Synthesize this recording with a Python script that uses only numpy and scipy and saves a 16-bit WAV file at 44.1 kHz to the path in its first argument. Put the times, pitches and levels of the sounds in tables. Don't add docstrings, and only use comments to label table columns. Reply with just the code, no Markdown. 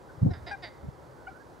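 import sys
import numpy as np
from scipy import signal
from scipy.fft import rfft, irfft, next_fast_len
from scipy.io import wavfile
from scipy.ndimage import map_coordinates

SR = 44100
rng = np.random.default_rng(int(sys.argv[2]) if len(sys.argv) > 2 else 0)


def put_to_file(sound):
    columns = np.atleast_2d(sound).T
    safe = np.clip(columns, -1, 1)
    whole_steps = np.round(safe * 32767)
    wavfile.write(sys.argv[1], SR, whole_steps.astype(np.int16))


N = 70560

# frequency_hz, relative_db
WIND_SPECTRUM = [(12, -53.5), (20, -35), (49, -2), (106, -3), (153, -2), (208, -10.5), (260, -5), (334, -4),
                 (583, -5), (633, -8), (962, -8.5), (1110, -12), (1550, -16.5), (1780, -19.5), (2700, -32),
                 (4580, -31), (15600, -43.5)]
RUMBLE_SPECTRUM = [(25, -17), (55, -4), (85, -0.5), (140, -8.5), (220, -20.5), (600, -74)]
# time_s, level_db
WIND_ENVELOPE = [(0, -50.5), (.45, -50.5), (.75, -51), (1.1, -51), (1.6, -50.5)]
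RUMBLE_ENVELOPE = [(0, -63.5), (.3, -53.5), (.45, -45.5), (.7, -58.5), (1.05, -58.5), (1.6, -69.5)]
# frequency_hz, correlation
WIND_CORRELATION = [(70, 0.51), (150, 0.56), (250, 0.68), (550, 0.56), (800, 0.54), (1200, 0.1),
                    (1800, 0.25), (3500, 0.75), (7000, 0.91), (15000, 0.31)]
# frequency_hz, left_minus_right_db
WIND_BALANCE = [(60, 10), (110, 4), (200, 1), (380, 3), (700, -0.5), (1290, -6.5), (2380, -1.5),
                (4400, -0.5), (8120, -1.0), (15000, -0.5)]
# frequency_hz, t60_s
ECHO_DECAY = [(300, 0.47), (1500, 0.37), (2050, 0.88), (2600, 0.44), (5000, 0.62), (10000, 0.32)]
# frequency_hz, gain_db
ECHO_COLOUR = [(300, -5), (800, 0), (1550, -8.5), (2070, 4), (2400, -1), (2800, 3.5), (4700, -0.5),
               (9000, -13)]
# frequency_hz, lead_rad
RIGHT_PORT_LEAD = [(60, 0.21), (150, 0.44), (260, 1.1), (370, 0.43), (800, 0.71), (1200, 0.95),
                   (1800, 0.83), (3500, 0.061)]

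# peak_s, peak_db, pitch_hz, rise_s, decay_s, left_lag_s
BODY_BUMPS = [(0.186, -38.5, 109, 0.009, 0.0044, 0), (0.2226, -16.5, 112.5, .004, 0.004, -.0005),
              (0.2321, -10, 134, 0.0038, 0.0067, .0012), (0.2525, -16, 176, 0.0051, 0.0058, -.0008),
              (0.264, -18, 227, 0.0083, 0.0074, -.0008), (0.266, -38.5, 476, 0.0042, .01, 0),
              (0.2719, -13, 123.7, 0.005, 0.0089, -.0011), (0.314, -21, 96, 0.0019, 0.0089, .0005),
              (0.289, -30, 130, 0.0074, .005, 0), (0.322, -46, 318, .01, 0.0076, 0),
              (0.336, -35, 72, 0.0067, .007, 0), (0.374, -38, 97.4, 0.0021, 0.01, 0),
              (0.424, -45, 88, 0.009, 0.012, 0), (0.834, -38, 73.6, 0.001, 0.039, 0),
              (0.874, -36, 97, 0.0058, 0.01, -.0005), (0.889, -25.5, 121.5, 0.0049, 0.0036, -.0013),
              (1.1, -49.5, 131, 0.014, 0.018, 0)]
# time_s, relative_db
RUB_ENVELOPES = [
    [(0.17, -53), (0.198, -48.5), (0.222, -37.5), (0.27, -20.5), (0.292, -28), (0.36, -55.5)],
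    [(0.81, -70), (0.82, -63), (0.84, -40), (0.894, -52), (0.91, -66.5), (0.92, -58.5)],
]
# frequency_hz, relative_db
RUB_SPECTRUM = [(40, -7.5), (120, 3), (260, -3.5), (350, -13), (520, -12.5), (800, -18.5), (2000, -69)]
# frequency_hz, correlation
RUB_CORRELATION = [(100, -0.38), (220, 0.14), (350, -0.48), (520, -0.94)]

# start_s, length_s, pitch_hz, glide_hz_per_s, level_db, left_minus_right_db
THIN_TONES = [(0.084, 0.035, 1520, -1700, -49.5, 3), (0.299, 0.025, 4140, -18000, -60.5, -2),
              (0.308, 0.013, 5680, -20000, -61.5, -5), (0.704, 0.05, 507, 0, -52, 3),
              (1.133, 0.2, 1490, 6, -62, -11), (1.298, 0.039, 1420, 1000, -56.5, -19),
              (1.334, 0.058, 1470, 596, -57, -20.5), (1.384, 0.059, 1585, 802, -60, -20)]

# start_s, length_s, pitch_hz, sag_hz_per_s, break_after_s, squeak_pitch_ratio, level_db,
# squeak_db, octave_db, third_partial_db, edge_db, flutter_db, left_minus_right_db
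HONK_CALLS = [(0.506, 0.056, 827, 1124, 0.00736, .92, -39, 3.5, 2, 3.5, 0.5, -2, 4.5),
              (1.2651, 0.041, 772.4, 100, 0.014, 0.934, -41, 2, -8, -2.5, -12, 3.5, 3.5)]
# harmonic_number, relative_db
SQUEAK_HARMONICS = [(1, -14), (2, 0), (3, -19.5), (4, -20.5)]
HONK_HARMONICS = [(1, -1), (2, -1.5), (3, -15), (4, -37)]
EDGE_HARMONICS = [(6, -24), (7, -26.5), (8, -39), (10, -33.5), (11, -37), (12, -40)]

# open_hz, closed_hz, bandwidth_hz, gain_db
THROAT_MODES = [(720, 694, 180, -0.5), (980, 1010, 290, -6.5), (1344, 1430, 316, -5), (1820, 1983, 265, 2),
                (2020, 2180, 264, -0.5), (2890, 2890, 890, -11.5), (3780, 3800, 303, -3),
                (4997, 4700, 218, 0), (5000, 4900, 370, -14)]
# frequency_hz, gain_db
THROAT_COLOUR = [(120, -17), (330, 15), (700, 3.5), (2200, 2), (2650, -2), (3300, -4), (3900, -0.5),
                 (4200, -12), (4550, -3.5), (5100, 0), (5900, -5), (9000, 0), (15000, -12)]
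# start_s, swell_s, fade_after_s, fade_db_per_s, level_db,
# slacken_after_s, tuning_ratio, closing_s, treble_db, nasal_db, jitter_share, rasp_share,
# left_minus_right_db
QUACK_CALLS = [(0.3036, 0.0067, 0.017, 693, -45.5, 0.036, 1.03, 0.045, -16.5, -0.5, .025, .35, -5),
               (0.3330, 0.002, 0.0093, 256, -46, .009, 0.985, .11, 0, 7.5, .06, 0.4, -4.5),
               (0.4634, 0.0066, 0.029, 196, -41.5, 0.021, 1.003, 0.034, 1.5, -4, 0.043, .27, -3.5),
               (0.6243, 0.015, 0.031, 320, -40.5, .025, 0.99, 0.022, 3.5, -3.5, .013, 0.2, -3.5)]


def amp(db):
    return 10 ** (np.asarray(db) / 20)


def along(points, hz):
    frequencies, values = np.transpose(points)
    return np.interp(np.log(hz + 1), np.log(frequencies + 1), values)


def clock():
    return np.arange(N) / SR


def ramp(u):
    return np.sin(np.pi / 2 * np.clip(u, 0, 1)) ** 2


def wobble(knots_per_s):
    return map_coordinates(rng.standard_normal(int(N * knots_per_s / SR) + 4), [clock() * knots_per_s])


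def panned(x, db):
    return x * amp(np.array([[db], [-db]]) / 2)


def filtered(x, response):
    size = next_fast_len(N + SR // 2)
    return irfft(rfft(x, size) * response(np.fft.rfftfreq(size, 1 / SR)), size)[..., :N]


def stereo_noise(spectrum, correlation):
    def mid_side_gains(hz):
        angle = np.arccos(np.clip(along(correlation, hz), -1, 1)) / 2
        return amp(along(spectrum, hz)) * [np.cos(angle), np.sin(angle)]

    mid, side = filtered(rng.standard_normal((2, N)), mid_side_gains)
    noise = np.array([mid + side, mid - side])
    return noise / np.sqrt(np.mean(noise ** 2) + 1e-20)


def wind():
    rush_db = np.interp(clock(), *np.transpose(WIND_ENVELOPE)) + 0.5 * wobble(12.5)
    rush = stereo_noise(WIND_SPECTRUM, WIND_CORRELATION)
    rush = filtered(rush, lambda hz: amp(np.array([[1], [-1]]) / 2 * along(WIND_BALANCE, hz)))
    rumble_db = np.interp(clock(), *np.transpose(RUMBLE_ENVELOPE))
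    rumble = stereo_noise(RUMBLE_SPECTRUM, correlation=[(100, 0.49)])
    return amp(rush_db) * rush + amp(rumble_db) * rumble


def reed_echo(calls, gain_db=-16, stereo_spread=0.17):
    scatter = rng.standard_normal(SR // 2) + stereo_spread * rng.standard_normal((2, SR // 2))
    hz, t, bands = signal.stft(scatter, SR, nperseg=256)
    decay = amp(-60 * t / along(ECHO_DECAY, hz)[:, None])
    tail = signal.istft(bands * decay, SR, nperseg=256)[1]
    echo = signal.fftconvolve(calls, tail / np.linalg.norm(tail[0]), axes=1)[:, :N]
    return amp(gain_db) * filtered(echo, lambda f: amp(along(ECHO_COLOUR, f)))


def handling(rub_gain_db=-1.5):
    thumps, t = np.zeros((2, N)), clock()
    for peak_s, peak_db, pitch_hz, rise_s, decay_s, left_lag_s in BODY_BUMPS:
        age = t - peak_s - np.array([[left_lag_s], [-left_lag_s]]) / 2
        envelope = np.exp(-(np.minimum(age, 0) / rise_s) ** 2 - np.maximum(age, 0) / decay_s)
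        thumps += amp(peak_db) * envelope * np.cos(2 * np.pi * pitch_hz * age)
    grip = sum(amp(np.interp(t, *np.transpose(touch), left=-120, right=-120)) for touch in RUB_ENVELOPES)
    return thumps + amp(rub_gain_db) * grip * stereo_noise(RUB_SPECTRUM, RUB_CORRELATION)


def thin_tones(waver_share=0.026):
    out, t = np.zeros((2, N)), clock()
    for start_s, length_s, pitch_hz, glide_hz_per_s, level_db, pan_db in THIN_TONES:
        age = np.clip(t - start_s, 0, length_s)
        hz = (pitch_hz + glide_hz_per_s * age) * (1 + waver_share * wobble(400))
        phase = 2 * np.pi * np.cumsum(hz) / SR
        envelope = amp(level_db) * np.sin(np.pi * age / length_s)
        out += panned(envelope * np.sin(phase), pan_db)
    return out


def honks(attack_s=0.01, release_s=0.026, waver_share=0.0029, dulling=0.37, edge_fade_db_per_s=444):
    out, t = np.zeros((2, N)), clock()
    for (start_s, length_s, pitch_hz, sag_hz_per_s, break_after_s, squeak_ratio, level_db,
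         squeak_db, octave_db, third_db, edge_db, flutter_db, pan_db) in HONK_CALLS:
        age = np.clip(t - start_s, 0, length_s)
        since_break = age - break_after_s
        full = ramp(since_break / 0.003 + 0.5)
        hz = (pitch_hz - sag_hz_per_s * since_break) * full + pitch_hz * squeak_ratio * (1 - full)
        phase = 2 * np.pi * np.cumsum(hz * (1 + waver_share * wobble(400))) / SR
        release = np.sqrt(ramp((length_s - age) / release_s))
        envelope = np.sqrt(2) * amp(level_db) * ramp(age / attack_s) * release
        for k, db in HONK_HARMONICS:
            partial_db = db + octave_db * (k == 2) + third_db * (k == 3)
            partial_db += flutter_db * np.log(k) * wobble(400)
            damping = release ** (dulling * (k - 1))
            partial = amp(partial_db) * damping * np.sin(k * phase)
            out += panned(envelope * full * partial, pan_db - 3.5 * (min(k, 3) - 2))
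        edge = sum(amp(db + edge_db) * np.sin(k * (phase + 0.04 * wobble(700)))
                   for k, db in EDGE_HARMONICS)
        edge_fade = amp(-edge_fade_db_per_s * np.maximum(since_break - attack_s, 0))
        out += envelope * full * edge * edge_fade
        squeak = sum(amp(db + squeak_db) * np.sin(k * phase) for k, db in SQUEAK_HARMONICS)
        out += panned(envelope * (1 - full) * squeak, pan_db - 3)
    return out


def throat_ring(closure, tuning, treble_db, nasal_db, nasal_hz=1510, nasal_width_hz=330, size=2048):
    f = np.fft.rfftfreq(size, 1 / SR) / tuning
    modes = 0
    for k, (open_hz, closed_hz, bandwidth_hz, gain_db) in enumerate(THROAT_MODES):
        centre_hz = open_hz + closure * (closed_hz - open_hz)
        loss = 1j * f * bandwidth_hz
        modes += (-1) ** k * amp(gain_db) * loss / (centre_hz ** 2 - f ** 2 + loss)
    nasal_band = np.exp(-((f - nasal_hz) / nasal_width_hz) ** 2)
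    colour_db = along(THROAT_COLOUR, f) + treble_db * ramp(f / 3000) + nasal_db * nasal_band
    cepstrum = irfft(np.log(np.abs(modes) * amp(colour_db) + 1e-4))
    ring = irfft(np.exp(rfft(2 * cepstrum[:size // 2], size)))
    return ring / np.linalg.norm(ring)


def quacks():
    tight_hz, slack_hz, slowest_hz, droop_hz_per_s = 367.6, 234.8, 211.5, 500
    slacken_s, length_s, release_s = 0.004, 0.078, 0.015
    shimmer_db, onset_share = 1.64, 0.29
    out, t = np.zeros((2, N)), clock()
    for (start_s, swell_s, fade_after_s, fade_db_per_s, level_db, slacken_after_s, tuning, closing_s,
         treble_db, nasal_db, jitter_share, rasp_share, pan_db) in QUACK_CALLS:
        age = t - start_s
        tension = (1 - np.tanh((age - slacken_after_s) / slacken_s)) / 2
        rate_hz = slack_hz + (tight_hz - slack_hz) * tension - droop_hz_per_s * age
        rate_hz = np.maximum(rate_hz, slowest_hz) * (1 + jitter_share * wobble(300))
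        cycles = np.cumsum(rate_hz * (age > 0)) / SR
        pulses = np.diff(np.ceil(cycles), prepend=0) * np.sqrt(SR / tight_hz)
        pulses *= amp(shimmer_db * wobble(300))
        rasp = 2 * rng.standard_normal(N) * np.exp(-2 * (cycles % 1)) * (age > 0)
        swell = onset_share + (1 - onset_share) * ramp(age / swell_s)
        level = amp(level_db - fade_db_per_s * np.maximum(age - fade_after_s, 0))
        release = ramp((length_s - age) / release_s)
        source = (pulses + rasp_share * rasp) * swell * level * release
        closure = np.clip(age / closing_s, 0, 1)
        for shape in (0, 0.5, 1):
            share = np.maximum(1 - 2 * np.abs(closure - shape), 0)
            ring = throat_ring(shape, tuning, treble_db, nasal_db)
            out += panned(signal.oaconvolve(source * share, ring)[:N], pan_db)
    return out


def scene():
    birds = quacks() + honks() + thin_tones()
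    airborne = birds + reed_echo(birds) + wind()
    half_lead = np.array([[-1j], [1j]]) / 2
    at_ports = filtered(airborne, lambda hz: np.exp(half_lead * along(RIGHT_PORT_LEAD, hz)))
    return at_ports + handling()


def record(dry, low_cut_hz=58.4, top_hz=15730):
    return filtered(dry, lambda hz: hz ** 2 / np.hypot(hz ** 2, low_cut_hz ** 2) * (hz < top_hz))


dry = scene()
out = record(dry)
put_to_file(out)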